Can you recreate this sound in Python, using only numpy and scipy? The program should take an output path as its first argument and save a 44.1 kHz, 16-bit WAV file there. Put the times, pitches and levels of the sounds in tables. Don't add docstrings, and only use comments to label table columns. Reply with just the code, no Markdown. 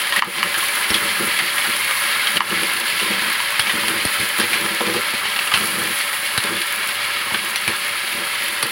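import sys
import numpy as np
from scipy import signal
from scipy.fft import rfft, irfft, next_fast_len
from scipy.io import wavfile
from scipy.ndimage import uniform_filter1d, minimum_filter1d

SR = 44100
rng = np.random.default_rng(int(sys.argv[2]) if len(sys.argv) > 2 else 0)


def wav_record(signal):
    frames = np.transpose(np.atleast_2d(signal))
    bounded = np.clip(frames, -1, 1)
    quanta = np.round(bounded * 32767).astype(np.int16)
    wavfile.write(sys.argv[1], SR, quanta)


N = 384111
TIME = np.arange(N) / SR


def from_db(db):
    return 10 ** (np.asarray(db) / 20)


def rms_one(x):
    return x / np.sqrt(np.mean(x ** 2) + 1e-20)


def coloured(x, spectrum):
    hz, db = np.transpose(spectrum)
    size = next_fast_len(N + 4096)
    f = np.maximum(np.arange(size // 2 + 1) * SR / size, 1)
    low_skirt = 1 / (1 + (hz[0] / f / 2) ** 2)
    high_skirt = 1 / (1 + (f / hz[-1] / 2) ** 4)
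    gain = from_db(np.interp(np.log(f), np.log(hz), db)) * low_skirt * high_skirt
    return rms_one(irfft(rfft(x, size) * gain, size)[:N])


def drift(per_s):
    step = 40
    r = np.exp(-2 * np.pi * per_s * step / SR)
    noise = rng.standard_normal(N // step + 2002)
    slow = signal.lfilter([1], [1, -2 * r, r * r], noise)[2000:]
    return np.interp(np.arange(N) / step, np.arange(len(slow)), rms_one(slow))


def pops(per_s, spread_db):
    sizes = from_db(spread_db * np.minimum(rng.exponential(1, N), 6)) * rng.choice([-1, 1], N)
    return rms_one(sizes * (rng.random(N) < per_s / SR))


def ring(force, modes):
    out = np.zeros(N)
    for k, (hz, db, t60) in enumerate(modes):
        r = np.exp(-np.log(1000) / (t60 * SR))
        w = 2 * np.pi * hz / SR
        mode = signal.lfilter([0, np.sin(w)], [1, -2 * r * np.cos(w), r * r], force + 1e-18)
        out += (-1) ** k * from_db(db) * mode
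    return out


def resonance(x, hz, width_hz):
    r = np.exp(-np.pi * width_hz / SR)
    feedback = [1, -2 * r * np.cos(2 * np.pi * hz / SR), r * r]
    return signal.lfilter(np.array([1, 0, -1]) * (1 - r * r) / 2, feedback, x)


def decays(times, db, t60):
    out, age = np.zeros(N + SR), TIME[:SR // 2]
    for s, gain, life in np.broadcast(times, from_db(db), t60):
        i = max(int(s * SR), 0)
        out[i:i + len(age)] += gain * np.exp(-np.log(1000) * age / life)
    return out[:N]


def swells(rows, attack_s, release_s):
    total = 0
    for s, length, height in rows:
        rise = (TIME - s) / attack_s
        fall = 1 - (TIME - s - length) / release_s
        total = total + height * np.clip(np.minimum(rise, fall), 0, 1)
    return total


def add(out, s, sound):
    part = out[max(int(s * SR), 0):][:len(sound)]
    part += sound[:len(part)]


def reflected(x, wet_db, t60):
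    age = TIME[:SR // 3]
    echoes = rng.standard_normal(len(age)) * np.exp(-np.log(1000) * age / t60) * (age > .001)
    return x + from_db(wet_db) * signal.fftconvolve(x, echoes / np.linalg.norm(echoes))[:N]


def wandering_echoes(x, echo_db, sway_s):
    echoes = 0
    for delay_s in (.0019, .0031, .0047, .0074):
        heard_from = TIME - delay_s - sway_s * drift(0.58)
        echoes = echoes + np.interp(heard_from, TIME, x, left=0, right=0)
    return (x + from_db(echo_db) * echoes) / np.hypot(1, 2 * from_db(echo_db))


# start in seconds, level in dB.
STAND_BUMPS = [(.905, -23), (3.597, -28), (3.735, -24), (4.051, -18.5), (4.199, -29), (4.711, -28),
               (5.139, -23.5), (5.541, -28), (6.377, -21.5), (7.32, -27), (7.681, -26), (8.631, -22)]
# frequency in Hz, relative density in dB per Hz.
THUD_COLOUR = [(35, -20), (55, -22), (90, -1.5), (170, -9), (400, -14), (900, -21), (2000, -26)]


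def bumps():
    s, db = np.transpose(STAND_BUMPS)
    return decays(s, db, t60=0.056) * coloured(rng.standard_normal(N), THUD_COLOUR)


# mode in Hz, relative level in dB, t60 in seconds.
WOK_MODES = [(104.4, -12, 0.16), (192.5, 1.5, 0.086), (234, 0, 0.075), (318.2, 0, 0.095),
             (339.4, 2.5, 0.082), (380.6, -6, 0.12), (418, -1.5, 0.079), (475, -2.5, 0.072),
             (490, -3, 0.14), (558, 2, 0.041), (571, 0, 0.11), (854, -10.5, 0.1), (990, -9, 0.094),
             (1220, 3.5, 0.032)]
# start in seconds, relative level in dB, favoured frequency in Hz.
LADLE_SHOVES = [(0.906, -17, 250), (0.946, -25, 190), (1.192, -18.5, 420), (1.224, -18, 290),
                (3.016, -16.5, 304), (3.049, -26, 330), (3.099, -14.5, 257), (3.733, -20, 210),
                (3.892, -18.5, 250), (4.405, -31, 223), (4.6, -20, 330), (4.803, -11, 460),
                (4.884, -15.5, 450), (4.951, -16, 420), (6.438, -21, 350), (6.503, -23, 330)]


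def shoves():
    force, age = np.zeros(N), TIME[:SR // 5]
    for s, db, hz in LADLE_SHOVES:
        blow = 0.046 * rng.standard_normal(len(age)) * np.exp(-age / 0.013)
        blow[0] = 1
        add(force, s, from_db(db - 5.5) * resonance(blow, hz, hz * 0.53))
    return ring(force, WOK_MODES)


# start in seconds, force in dB, lowest frequency in Hz the contact excites.
HARD_KNOCKS = [(0.222, 9.5, 514), (0.4289, 5, 1890), (2.4052, 6.5, 546)]
# mode in Hz, relative level in dB, t60 in seconds.
LADLE_MODES = [(840, -7, 0.024), (1000, 2, 0.0093), (1266, 0, 0.013), (1700, -7.5, 0.017),
               (1980, -1, 0.0086), (2330, -8.5, 0.011), (2670, -9, 0.011), (3000, -8.5, 0.012),
               (4460, -13.5, 0.0071)]


def knocks():
    force = np.zeros(N)
    for s, db, low_hz in HARD_KNOCKS:
        blow = np.zeros(SR // 20)
        blow[0] = 1
        contact = signal.butter(2, low_hz, "high", fs=SR, output="sos")
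        add(force, s, from_db(db) * signal.sosfilt(contact, blow))
    return reflected(ring(force, LADLE_MODES), wet_db=-4, t60=0.13) + from_db(-35) * ring(force, WOK_MODES)


# start in seconds, length in seconds, force in dB.
LADLE_STROKES = [(0.156, 0.11, -28.5), (0.335, .12, -34.5), (0.892, 0.2, -35.5), (1.18, 0.056, -27),
                 (1.39, 0.027, -35.5), (1.654, 0.034, -38), (2.315, 0.14, -30), (2.48, .15, -30),
                 (2.684, 0.14, -38), (2.988, .28, -34.5), (3.603, 0.045, -36), (3.72, 0.26, -33),
                 (4.172, 0.027, -31.5), (4.371, 0.037, -23), (4.47, .26, -33), (4.811, 0.15, -28),
                 (5.524, .36, -31.5), (6.454, 0.11, -30), (7.323, 0.13, -42), (7.65, 0.039, -30.5),
                 (8.107, 0.11, -37.5), (8.4, 0.029, -40), (8.618, 0.072, -38.5)]
STROKE_ATTACK_S, STROKE_RELEASE_S = 0.016, 0.057
JUDDER_DB, JUDDER_PER_S = 2, 19
SHIFTING_DB = -46.5


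def stirring():
    rows = [(s, length, from_db(db)) for s, length, db in LADLE_STROKES]
    strokes = swells(rows, STROKE_ATTACK_S, STROKE_RELEASE_S)
    return np.hypot(strokes, from_db(SHIFTING_DB)) * from_db(JUDDER_DB * drift(JUDDER_PER_S))


# frequency in Hz, relative density in dB per Hz.
RUBBING_COLOUR = [(450, -21), (800, -3.5), (1100, -3), (1700, 2), (2800, -2), (4500, -6), (6000, -16),
                  (9000, -26)]
RUBBING_DB = -5


def scrape():
    slips, force = pops(per_s=500, spread_db=3.0), stirring()
    drone = ring(slips * force, WOK_MODES) / np.std(ring(slips, WOK_MODES))
    rubbing = coloured(pops(per_s=700, spread_db=4.5), RUBBING_COLOUR)
    return drone + rubbing * force * from_db(RUBBING_DB)


def shell_rings(s, db, ring_hz, t60):
    out, age = np.zeros(N), TIME[:SR // 4]
    for start, level_db, hz, life in zip(s, db, ring_hz, t60):
        contacts = 0.2 * rng.standard_normal(len(age)) * np.exp(-np.log(1000) * age / life)
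        contacts[0] = 1
        tone = resonance(contacts, hz, 140) + from_db(-18.0) * resonance(contacts, hz * 1.53, 180)
        add(out, start, from_db(level_db + 30.5) * tone)
    return out


# start in seconds, relative rattle level in dB,
# first crack in dB, ring in Hz, treble in dB relative to the body.
SHELL_CLACKS = [(.124,-15,-16,1850,-11),(.161,-12.5,-21,1900,-13),(.189,-14.5,-26,1780,-14),(.543,-15,-24,1730,-18),(.903,-21,-16,5460,3),(.942,-12.5,-16,3320,-3),(1.39,-12,-16,1960,-16),(1.581,-14.5,-25,2190,-8),(1.91,-19,-15,2150,-12),(2.271,-17,-10,3160,-14),(2.357,-18,-26,2800,-18),(2.37,-18,-9,2930,-16),(2.997,-16.5,-24,2740,-1),(3.595,-14,-7,3290,0),(3.67,-14.5,-18,2330,-17),(3.695,-13.5,-24,1810,-16),(3.881,-23,-26,1700,-2),(4.052,-21,-22,2200,9),(4.2,-32,-24,4000,8),(4.364,-20,-25,2170,-3),(4.399,-15,-13,1610,-1),(4.406,-22,-28,5100,-6),(4.532,-11,-21,2220,-22),(4.807,-17.5,-18,970,-12),(4.938,-24,-26,1810,6),(5.136,-19,-30,2300,-5),(5.254,-16.5,-17,2970,-14),(5.299,-24,-19,2970,-4),(5.318,-20,-28,3000,-12),(5.361,-18,-11,2810,-24),(5.39,-19,-13,2700,-23),(5.474,-17.5,-21,2800,-5),(5.517,-14.5,-22,1190,-13),(5.539,-11,-10,2700,-6),(5.557,-17,-21,1250,-10),(5.574,-25,-15,1330,-1),(5.657,-41,-27,2200,11),(6.002,-17.5,-26,2070,-8),(6.13,-18,-29,1980,-8),(6.377,-16.5,-10,3900,0.5),(6.438,-24,-17,3700,1.5),(7.305,-22,-22,880,-14),(7.345,-14.5,-16,1590,-14),(7.559,-23,-13.5,5900,3),(7.678,-14,-12,2350,-2),(8.271,-22,-21,2100,-2),(8.351,-18.5,-30,2140,-13),(8.627,-16.5,-10.5,4570,3)]
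# frequency in Hz, relative density in dB per Hz.
SHELL_BODY = [(350, -19), (700, -1), (1100, 6.5), (1700, 5.5), (2400, 7), (3200, 8.5), (3800, 0.5),
              (4500, 0.5), (6000, -20), (9000, -41)]
# frequency in Hz, relative density in dB per Hz.
SHELL_TREBLE = [(2500, -15), (4300, 16.5), (5500, 2), (7000, -26), (8500, 8), (9700, 11), (11200, 12.5),
                (12300, -10), (15800, -39.5)]
RATTLE_T60_S, USUAL_CLACK_DB, RATTLE_DOUBLES_DB = 0.078, -21, 11
CRACK_T60_S = .022


def shells():
    when, size, pitch, shine = rng.random((70, 4)).T
    ticks = np.c_[when * N / SR, -32 + 8 * size, -27 + 9 * size, 1500 + 3000 * pitch, -10 + 13 * shine]
    s, db, crack_db, ring_hz, treble_db = np.vstack([SHELL_CLACKS, ticks]).T
    t60 = RATTLE_T60_S * 2 ** ((db - USUAL_CLACK_DB) / RATTLE_DOUBLES_DB)
    body_crack = decays(s, crack_db, CRACK_T60_S)
    body_rattle = decays(s, db - 7, t60 * 1.3)
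    edge_crack = decays(s, crack_db + treble_db - 2.5, CRACK_T60_S)
    edge_rattle = decays(s, db + treble_db - 7.0, t60)
    body = np.hypot(body_crack, body_rattle) * coloured(rng.standard_normal(N), SHELL_BODY)
    edge = np.hypot(edge_crack, edge_rattle) * coloured(rng.standard_normal(N), SHELL_TREBLE)
    return body + edge + shell_rings(s, db, ring_hz, t60)


# start in seconds, length in seconds, rise of the spray in dB.
JUICE_SPILLS = [(.5, 0.23, 2.5), (1.5, .6, 1.5), (3.75, 0.86, 1.5), (5.5, 0.75, 2.5)]


def spill_flare_db():
    return swells(JUICE_SPILLS, attack_s=0.12, release_s=0.16)


# frequency in Hz, relative density in dB per Hz.
SPIT_COLOUR = [(2500, -22), (4500, -12), (7000, -7), (9000, -9), (10400, 5), (12500, -6), (15800, -2)]
SPIT_DB, SPIT_SPREAD_DB, SPIT_T60_S = -28, 11.5, 0.017
SPIT_FOLLOWS = 1.4


def spits():
    when, size = rng.random((170, 2)).T
    envelope = decays(when * N / SR, SPIT_DB + SPIT_SPREAD_DB * size ** 2, SPIT_T60_S)
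    return envelope * from_db(SPIT_FOLLOWS * spill_flare_db()) * coloured(rng.standard_normal(N), SPIT_COLOUR)


def frying(spectrum, per_s, spread_db, hiss_db, flutter_db):
    burst = pops(per_s, spread_db) + from_db(hiss_db) * rng.standard_normal(N)
    return coloured(burst * from_db(flutter_db * drift(14.2)), spectrum)


def bubbles(low_hz, high_hz, per_s, spread_db, cycles, count=36):
    clicks, hollow = pops(per_s, spread_db), rng.integers(0, count, N)
    pitches = np.geomspace(low_hz, high_hz, count) * (1 + 0.018 * rng.standard_normal(count))
    total = 0
    for k, hz in enumerate(pitches):
        total = total + ring(clicks * (hollow == k), [(hz, 0, cycles / hz)])
    return rms_one(total)


# mode in Hz, relative level in dB, t60 in seconds.
DRONE_MODES = [(103.5, -14.5, 0.21), (180, -20, 0.055), (337, -16, 0.21), (576, -0.5, 0.15),
               (768, -2, 0.093), (1018, 5, 0.051), (1361, -0.5, 0.21), (1665, 1.5, 0.15)]
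DRONE_DB = -36
# frequency in Hz, relative density in dB per Hz.
BUBBLING_COLOUR = [(55, -42), (85, -37), (200, -15), (450, -12), (700, -16), (850, -4), (1050, -4.5),
                   (1350, 3), (1480, -1.5), (1650, 3.5), (1850, -0.5), (2300, -30.5)]
# frequency in Hz, relative density in dB per Hz.
FRYING_COLOUR = [(1400, -17), (1750, 0.5), (2200, 3.5), (2500, -0.5), (3200, -1.5), (3700, -5.5),
                 (4400, -4.5), (5100, -11.5), (6000, -25), (7500, -21.5), (9500, -76)]
# frequency in Hz, relative density in dB per Hz.
SPRAY_COLOUR = [(5500, -15), (7500, -16.5), (8500, -11), (9500, -6.5), (10350, 0), (11300, -7),
                (12000, -11), (13000, -15.5), (14000, -10.5), (15800, -10)]
# time in seconds, relative level in dB.
WOK_HEAT = [(0, -20), (.4, -22.5), (.9, -19.5), (1.35, -20.5), (1.9, -19.5), (2.6, -20.5), (4.2, -21),
            (5.4, -22), (6.6, -22.5), (7.1, -22.5), (8.7, -23)]
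USUAL_HEAT_DB = -22
BUBBLING_DB, BUBBLING_FOLLOWS = -30.1, 1.12
SPRAY_DB, SPRAY_FOLLOWS = -29.05, 1


def sizzle():
    heat_s, heat_levels = np.transpose(WOK_HEAT)
    heat_db = np.interp(TIME, heat_s, heat_levels)
    hotter_db = heat_db - USUAL_HEAT_DB
    bubbling_db = BUBBLING_DB + BUBBLING_FOLLOWS * hotter_db
    spray_db = SPRAY_DB + SPRAY_FOLLOWS * hotter_db + spill_flare_db()

    low = frying(BUBBLING_COLOUR, per_s=1500, spread_db=1.5, hiss_db=-3.0, flutter_db=1.5)
    low += from_db(-7.5) * bubbles(974.4, 1864, per_s=250, spread_db=3.5, cycles=93)
    middle = frying(FRYING_COLOUR, per_s=4300, spread_db=2.0, hiss_db=1, flutter_db=1.04)
    middle += from_db(-12.5) * bubbles(1863, 3515, per_s=300, spread_db=4.0, cycles=62)
    high = frying(SPRAY_COLOUR, per_s=3500, spread_db=3.0, hiss_db=5.5, flutter_db=1.07)

    juice = from_db(bubbling_db) * low + from_db(heat_db - 2.03) * middle + from_db(spray_db) * high
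    drone = from_db(DRONE_DB) * rms_one(ring(rng.standard_normal(N), DRONE_MODES))
    return wandering_echoes(juice, echo_db=-18.0, sway_s=.00008) + drone


def scene():
    wok = bumps() + shoves() + knocks() + scrape() + shells() + spits() + sizzle()
    wok = signal.sosfilt(signal.butter(4, 50, "high", fs=SR, output="sos"), wok)
    return np.array([wok, wok])


RMS_LIMIT, CEILING = 0.4, 1
LOOK_AHEAD_S, HOLD_S, RELEASE_DB_PER_S = .022, 0.011, 98
CUTOFF_HZ = 15850


def record(dry):
    power = uniform_filter1d(dry[0] ** 2, SR // 400)
    over_db = 10 * np.log10(np.maximum(power / RMS_LIMIT ** 2, 1))
    ahead, hold = int(LOOK_AHEAD_S * SR), int(HOLD_S * SR)
    held = -minimum_filter1d(-over_db, ahead + hold, origin=(hold - ahead) // 2)
    recovery_db = RELEASE_DB_PER_S * TIME
    released = np.maximum.accumulate(held + recovery_db) - recovery_db
    limited = dry * from_db(-uniform_filter1d(released, int(0.011 * SR)))
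    rounded = limited / (1 + (limited / CEILING) ** 6) ** (1 / 6)
    return signal.sosfilt(signal.ellip(12, .1, 80, CUTOFF_HZ, fs=SR, output="sos"), rounded)


dry = scene()
out = record(dry)
wav_record(out)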